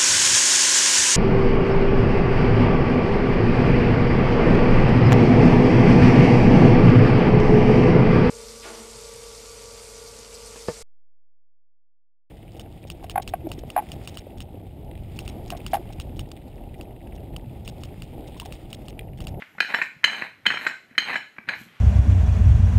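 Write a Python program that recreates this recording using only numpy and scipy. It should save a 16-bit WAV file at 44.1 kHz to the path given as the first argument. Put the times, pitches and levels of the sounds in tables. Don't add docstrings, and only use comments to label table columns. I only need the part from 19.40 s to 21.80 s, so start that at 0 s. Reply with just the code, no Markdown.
import sys
import numpy as np
from scipy import signal
from scipy.fft import rfft, irfft
from scipy.io import wavfile
from scipy.ndimage import uniform_filter1d

SR = 44100
rng = np.random.default_rng(int(sys.argv[2]) if len(sys.argv) > 2 else 0)


def unload_wav(signal):
    wavfile.write(
        sys.argv[1],
        SR,
        np.round(np.clip(np.atleast_2d(signal).T, -1, 1) * 32767).astype(np.int16),
    )


N = 105840

# (frequency [Hz], gain [dB])
ROOM_TONE_EQ = [(25, -25), (60, -11.5), (120, -8.5), (220, 2), (450, -3), (1100, -8), (2000, 0),
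                (3100, -10.5), (4000, -20), (5000, -21.5), (9500, -27.5), (13000, -22)]
# (frequency [Hz], t60 [s])
ROOM_DECAY = [(150, 0.21), (600, 0.26), (2000, 0.31), (5000, 0.44), (12000, 0.33)]
# (time [s], level [dB])
RUMBLE_ENVELOPE = [(0, -69), (.12, -64), (.42, -68), (.62, -65), (0.949, -62), (1.2, -55.5), (1.42, -74),
                   (1.75, -52), (1.9, -78), (2.15, -53.5), (2.4, -66.5)]
# (frequency [Hz], gain [dB])
RUMBLE_EQ = [(30, -15), (65, -17), (110, -2.5), (170, -6.5), (300, -11), (700, -38.5), (3000, -68)]
# (time [s], level [dB])
RUB_ENVELOPE = [(0, -48.5), (.07, -60), (.14, -82), (2.22, -81), (2.30, -59.5), (2.39, -56)]
# (frequency [Hz], gain [dB])
RUB_EQ = [(300, -25), (1200, -3), (2050, -4), (2600, -5), (3200, -6.5), (4500, -18), (6000, -25),
          (13000, -31.5)]
# (centre [s], sigma [s], level [dB])
GLOVE_STROKES = [(0.122, 0.081, -70), (0.363, 0.0652, -56), (.8, 0.051, -61.5), (1.238, 0.033, -53),
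                 (1.717, 0.056, -61), (2.213, 0.0352, -53)]
# (frequency [Hz], gain [dB])
COTTON_EQ = [(500, -2.5), (3000, 4), (5000, -5), (7500, 0), (9500, -10), (12500, 5.5), (14000, -29)]
# (time [s], frequency [Hz], level [dB])
HAND_BUMPS = [(0.02, 200, -45), (.15, 160, -43), (.18, 200, -39), (.565, 160, -39.5), (1.073, 201, -28),
              (1.512, 240, -42.5), (1.963, 272, -57), (1.987, 220, -34.5), (2.079, 165, -34.5),
              (2.138, 206, -48), (2.213, 223, -33.5), (2.265, 200, -42)]
# (time [s], level [dB])
THREAD_TICKS = [(.3465, -48.5), (0.422, -44), (0.822, -71), (1.268, -39.5), (1.758, -47)]
# (frequency [Hz], gain [dB])
TICK_EQ = [(1000, -37), (4500, 8), (5400, -4.5), (6200, -3), (7500, 8.5), (8600, -14.5), (13000, -11.5)]
# (start [s], end [s], level [dB])
BASE_TURNS = [(0.271, 0.428, -35.5), (0.644, 0.856, -36.5), (1.068, 1.304, -37), (1.589, 1.69, -41),
              (1.659, 1.765, -33), (2.069, 2.139, -35)]
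# (frequency [Hz], gain [dB])
SCRAPE_EQ = [(60, -51.5), (180, -5.5), (400, -9), (850, -0.5), (1250, -6), (1700, 3.5), (2400, 1.5),
             (3400, -18.5), (4100, -6.5), (5200, -39.5), (9000, -33.5), (13000, -38.5)]
# (frequency [Hz], gain [dB])
CONTACT_EQ = [(40, -36.5), (180, -12.5), (400, -18.5), (900, -9.5), (1150, -8), (1400, -3.5), (1700, 5.5),
              (2450, 2.5), (2800, -8.5), (3500, -12.5), (4200, -10), (5200, -20.5), (7000, -33),
              (9500, -34.5), (13000, -29.5)]
# (frequency [Hz], gain [dB], t60 [s])
RIM_MODES = [(1600, -25, 0.33), (1650, -9, 0.23), (2065, -10.5, 0.39), (2987, -2.5, 0.1),
             (4010, -5, 0.0667), (4113, -9.5, 0.083), (5416, -22, 0.24), (6700, -36.5, 0.5),
             (7040, -35, 0.292), (7400, -34.5, 0.22), (7560, -33, .2), (8340, -35.5, 0.27)]
# (frequency [Hz], gain [dB], t60 [s])
BODY_MODES = [(520, -29, 0.045), (1432, -7.5, 0.023), (1652, -1.5, 0.034), (1737, -1.5, 0.033),
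              (2050, -4, 0.019), (2400, -4, 0.035), (2496, -3, 0.02)]
# (frequency [Hz], gain [dB], t60 [s])
SHELL_MODES = [(2885, -16, 0.45), (3000, -8, 0.18), (3099, -3, 0.097), (4040, -11.5, 0.12),
               (4130, -13.5, 0.25), (4212, -13.5, 0.178), (4220, -27, .17), (4610, -24, 0.21),
               (6384, -26, 0.32), (6370, -36, 0.29), (6580, -27, 0.32), (7210, -34, 0.26), (7780, -37, .2),
               (8380, -34.5, 0.455), (10314, -52, 0.32), (11390, -42, .25)]
# (frequency [Hz], gain [dB], t60 [s])
THUD_MODES = [(200, -44, 0.068), (313, -44.5, 0.061)]
# (time [s], gain [dB], pitch [Hz], chatter width [s], treble edge [Hz], rim gain [dB])
WOBBLES = [(0.0214, -18.5, 2050, 0.0029, 3007, -25.5), (0.15, -37, 833, 0.0027, 1850, -22.5),
           (.1828, -15, 1490, 0.003, 1760, -14), (0.226, -16, 1990, .002, 3500, -21),
           (0.2474, -20, 1862, 0.0015, 3480, 8), (0.341, -8, 1780, .002, 2710, 4),
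           (0.3454, -2.5, 1922, 0.0024, 3600, -11), (0.3875, -11, 1960, 0.0019, 2700, -12),
           (.4160, -4.5, 1820, 0.0037, 2590, -9), (0.4212, -7, 1782, .0015, 2600, -19),
           (0.6347, -24.5, 1860, 0.0021, 2400, -17), (.6560, -40, 3000, .002, 4320, -15),
           (0.6773, -8, 1720, 0.0013, 2730, 0), (0.6994, -14, 1800, 0.003, 3250, -42),
           (0.7312, -16.5, 1640, 0.00133, 2600, -24), (0.821, -7, 1734, 0.0022, 2590, -20),
           (1.0551, -13, 1760, 0.0025, 3200, 6), (1.0589, -11.5, 1574, 0.0022, 3240, -15),
           (1.1036, -7, 1610, .002, 2970, -1), (1.1105, -9.5, 1496, 0.0037, 2400, -9),
           (1.122, -12.5, 1744, 0.00107, 2800, -11.5), (1.1398, -10.5, 1660, 0.003, 2570, -1),
           (1.172, -12.5, 1390, 0.0011, 2560, -8), (1.2122, -26, 2050, 0.00087, 3000, 3.5),
           (1.266, -2.5, 1557, 0.0045, 2990, -1.5), (1.5093, -40.5, 1650, 0.003, 3200, -3),
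           (1.5270, -43, 1462, .002, 2800, -6), (1.5509, -32.5, 1850, 0.006, 3040, -2),
           (1.701, -11, 2010, .002, 2860, -18), (1.7286, -15.5, 1780, 0.0036, 2800, 2.5),
           (1.742, -11, 1710, 0.0019, 2600, -3), (1.7569, -5.5, 1692, 0.0025, 2960, -3),
           (1.7622, -15, 1760, 0.0029, 2890, -5.5), (1.9650, -35, 1680, .003, 2810, -26),
           (1.9837, -18, 2305, 0.0019, 2580, -26), (2.1270, -24.5, 1600, 0.007, 2500, -12),
           (2.1363, -16, 1660, 0.0017, 2500, -3), (2.2280, -37, 3220, 0.00147, 5800, -13),
           (2.286, -41, 3200, .001, 5000, -8)]
# (time [s], gain [dB], shell gain near 3 kHz [dB], 4 kHz [dB], 6 kHz [dB],
# pitch [ratio], chatter width [s], crack treble [dB], thud gain [dB])
PUSHES = [(.2040, -1, -14, -8, -6.5, .99, 0.0025, 0.5, -2),
          (0.6416, 1, -1.5, -4.5, 0.5, 0.99, 0.0037, -1, -4),
          (1.064, 0, -2, -4, -3, 1.012, 0.0021, -1, -2.5),
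          (1.5799, -1.5, -3.5, 0, -1, 1.0, 0.0041, 0.5, -0.5),
          (2.0886, -5.5, -24, -10.5, -11.5, 1.0, 0.0035, -8.5, -5)]


def undb(db):
    return 10 ** (np.asarray(db) / 20)


def unit(x):
    return x / np.sqrt(np.mean(x ** 2))


def add(out, start_s, x):
    i = max(int(start_s * SR), 0)
    out[i:i + len(x)] += x[:N - i]


def conv(x, response):
    return signal.fftconvolve(x, response)[:len(x)]


def on_log(points, hz):
    knots_hz, values = np.array(points, float).T
    return np.interp(np.log(np.maximum(hz, 1)), np.log(knots_hz), values)


def colour(x, eq, size=4096):
    hz = np.arange(size // 2 + 1) * SR / size
    cepstrum = irfft(np.log(undb(on_log(eq, hz))))
    cepstrum[1:size // 2] *= 2
    cepstrum[size // 2 + 1:] = 0
    return conv(x, irfft(np.exp(rfft(cepstrum))))


def noise(eq, n=N):
    return unit(colour(rng.standard_normal(n), eq))


def grains(eq, per_s, spread_db):
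    catches = (rng.random(N) < per_s / SR) * rng.choice([-1, 1], N)
    return unit(colour(catches * undb(spread_db * rng.standard_normal(N)), eq))


def envelope(points):
    times_s, db = np.array(points).T
    return undb(np.interp(np.arange(N) / SR, times_s, db))


def rise(t, tau_s):
    return 1 - np.exp(-t / tau_s)


def fade(t, t60_s):
    return np.exp(-np.log(1000) * t / t60_s)


def ring(t, modes):
    return sum((-1) ** k * undb(db) * np.sin(2 * np.pi * hz * t) * fade(t, t60_s)
               for k, (hz, db, t60_s) in enumerate(modes))


def flickering_ring(t, modes, flicker_per_s=73.4):
    out, knots_s = 0, np.arange(256) / flicker_per_s
    for hz, db, t60_s in modes:
        a, b = (np.interp(t, knots_s, row) * rise(t, 0.004) for row in rng.standard_normal((2, 256)))
        phase = 2 * np.pi * (hz * t + rng.random())
        out = out + undb(db) * fade(t, t60_s) * ((1 + a) * np.sin(phase) + b * np.cos(phase))
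    return out / np.sqrt(2)


def room_tone(level_db=-59):
    return undb(level_db) * noise(ROOM_TONE_EQ)


def reflections(x, gain_db=-9, delay_s=0.0067, build_s=0.0065):
    t = np.arange(SR * 3 // 4 + 1) / SR
    white, hz = rfft(rng.standard_normal(len(t))), np.fft.rfftfreq(len(t), 1 / SR)
    tail = 0
    for centre_hz, t60_s in ROOM_DECAY:
        band = on_log([(f, float(f == centre_hz)) for f, _ in ROOM_DECAY], hz)
        tail = tail + irfft(white * band, len(t)) * fade(t, t60_s)
    spectrum = rfft(tail * np.clip((t - delay_s) / build_s, 0, 1))
    power = np.abs(spectrum) ** 2
    ripple = uniform_filter1d(power, size=31) / uniform_filter1d(power, size=801)
    tail = irfft(spectrum / np.sqrt(ripple), len(t))[:SR * 2 // 3]
    return undb(gain_db) * conv(x, tail / np.linalg.norm(tail))


def rumble():
    return envelope(RUMBLE_ENVELOPE) * noise(RUMBLE_EQ)


def rubbing():
    return envelope(RUB_ENVELOPE) * noise(RUB_EQ)


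def gloves(bump_t60_s=0.042):
    t = np.arange(N) / SR
    strokes = sum(undb(db) * np.exp(-.5 * ((t - centre_s) / sigma_s) ** 2)
                  for centre_s, sigma_s, db in GLOVE_STROKES)
    out = strokes * grains(COTTON_EQ, per_s=2200, spread_db=4)
    for start_s, hz, db in HAND_BUMPS:
        add(out, start_s, ring(t, [(hz, db, bump_t60_s)]) * rise(t, 0.00067))
    return out


def ticks():
    out, t = np.zeros(N), np.arange(SR // 4) / SR
    for start_s, db in THREAD_TICKS:
        add(out, start_s, undb(db) * noise(TICK_EQ, len(t)) * fade(t, t60_s=0.11))
    return out


def scraping(attack_s=0.024, release_s=0.023):
    force, t = np.zeros(N), np.arange(N) / SR
    for start_s, end_s, db in BASE_TURNS:
        attack = np.clip((t - start_s) / attack_s, 0, 1)
        release = np.exp(-np.maximum(t - end_s, 0) / release_s)
        force += undb(db) * attack * release
    return force * grains(SCRAPE_EQ, per_s=980, spread_db=2.5)


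def contact(t, chatter_s, chatter_db=6):
    chatter = rng.standard_normal(len(t)) * np.exp(-(t / (2 * chatter_s)) ** 2)
    force = undb(chatter_db) * chatter / np.linalg.norm(chatter)
    force[0] += .8
    return colour(colour(force, CONTACT_EQ), [(40, -9.5), (160, 0)])


def clacks(gain_db=14.5, body_db=-20, body_t60_s=.025, rim_db=-35):
    out, t = np.zeros(N), np.arange(SR // 2) / SR
    for start_s, db, hz, chatter_s, edge_hz, rim_gain_db in WOBBLES:
        body = ring(t, [(hz, body_db, body_t60_s)]) * rise(t, 0.0017)
        dull_eq = [(600, 2.5), (1200, 0), (edge_hz * 0.53, 0),
                   (edge_hz, -4), (edge_hz * 1.32, -13), (edge_hz * 2, -19.5)]
        blow = colour(contact(t, chatter_s) + body, dull_eq)
        rim = undb(rim_db + rim_gain_db) * flickering_ring(t, RIM_MODES) * rise(t, 0.00185)
        add(out, start_s, undb(gain_db + db) * (blow + rim))
    return out


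def clanks(gain_db=11.5, body_db=-21, shell_db=-29, flare_db=-11, flare_t60_s=.034):
    out, t = np.zeros(N), np.arange(SR // 2) / SR
    for start_s, db, low_db, mid_db, high_db, pitch, chatter_s, treble_db, thud_db in PUSHES:
        strike_eq = [(3100, low_db), (3950, mid_db), (4600, mid_db), (6300, high_db)]
        shell_modes = [(hz * pitch * rng.normal(1, 0.0023), mode_db + on_log(strike_eq, hz), t60_s)
                       for hz, mode_db, t60_s in SHELL_MODES]
        body_modes = [(hz * pitch * rng.normal(1, 0.011), mode_db, t60_s)
                      for hz, mode_db, t60_s in BODY_MODES]
        flare = undb(flare_db) * ring(t, [(hz, mode_db, flare_t60_s) for hz, mode_db, _ in shell_modes])
        sustain = undb(shell_db) * flickering_ring(t, shell_modes)
        shell = (flare + sustain) * rise(t, 0.0021)
        body = undb(body_db) * ring(t, body_modes)
        thud = undb(thud_db) * ring(t, THUD_MODES)
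        crack = colour(contact(t, chatter_s), [(3000, 0.018), (5500, treble_db)])
        add(out, start_s, undb(gain_db + db) * (crack + body + shell + thud))
    return out


def scene():
    direct = clanks() + clacks() + scraping() + gloves() + rubbing() + ticks()
    return (direct + reflections(direct) + rumble() + room_tone())[None]


def record(dry, highpass_hz=59.4, lowpass_hz=13300):
    thinned = signal.sosfilt(signal.butter(2, highpass_hz, "high", fs=SR, output="sos"), dry)
    clipped = thinned / (1 + thinned ** 8) ** (1 / 8)
    return signal.sosfilt(signal.ellip(8, .2, 70, lowpass_hz, fs=SR, output="sos"), clipped)


dry = scene()
out = record(dry)
unload_wav(out)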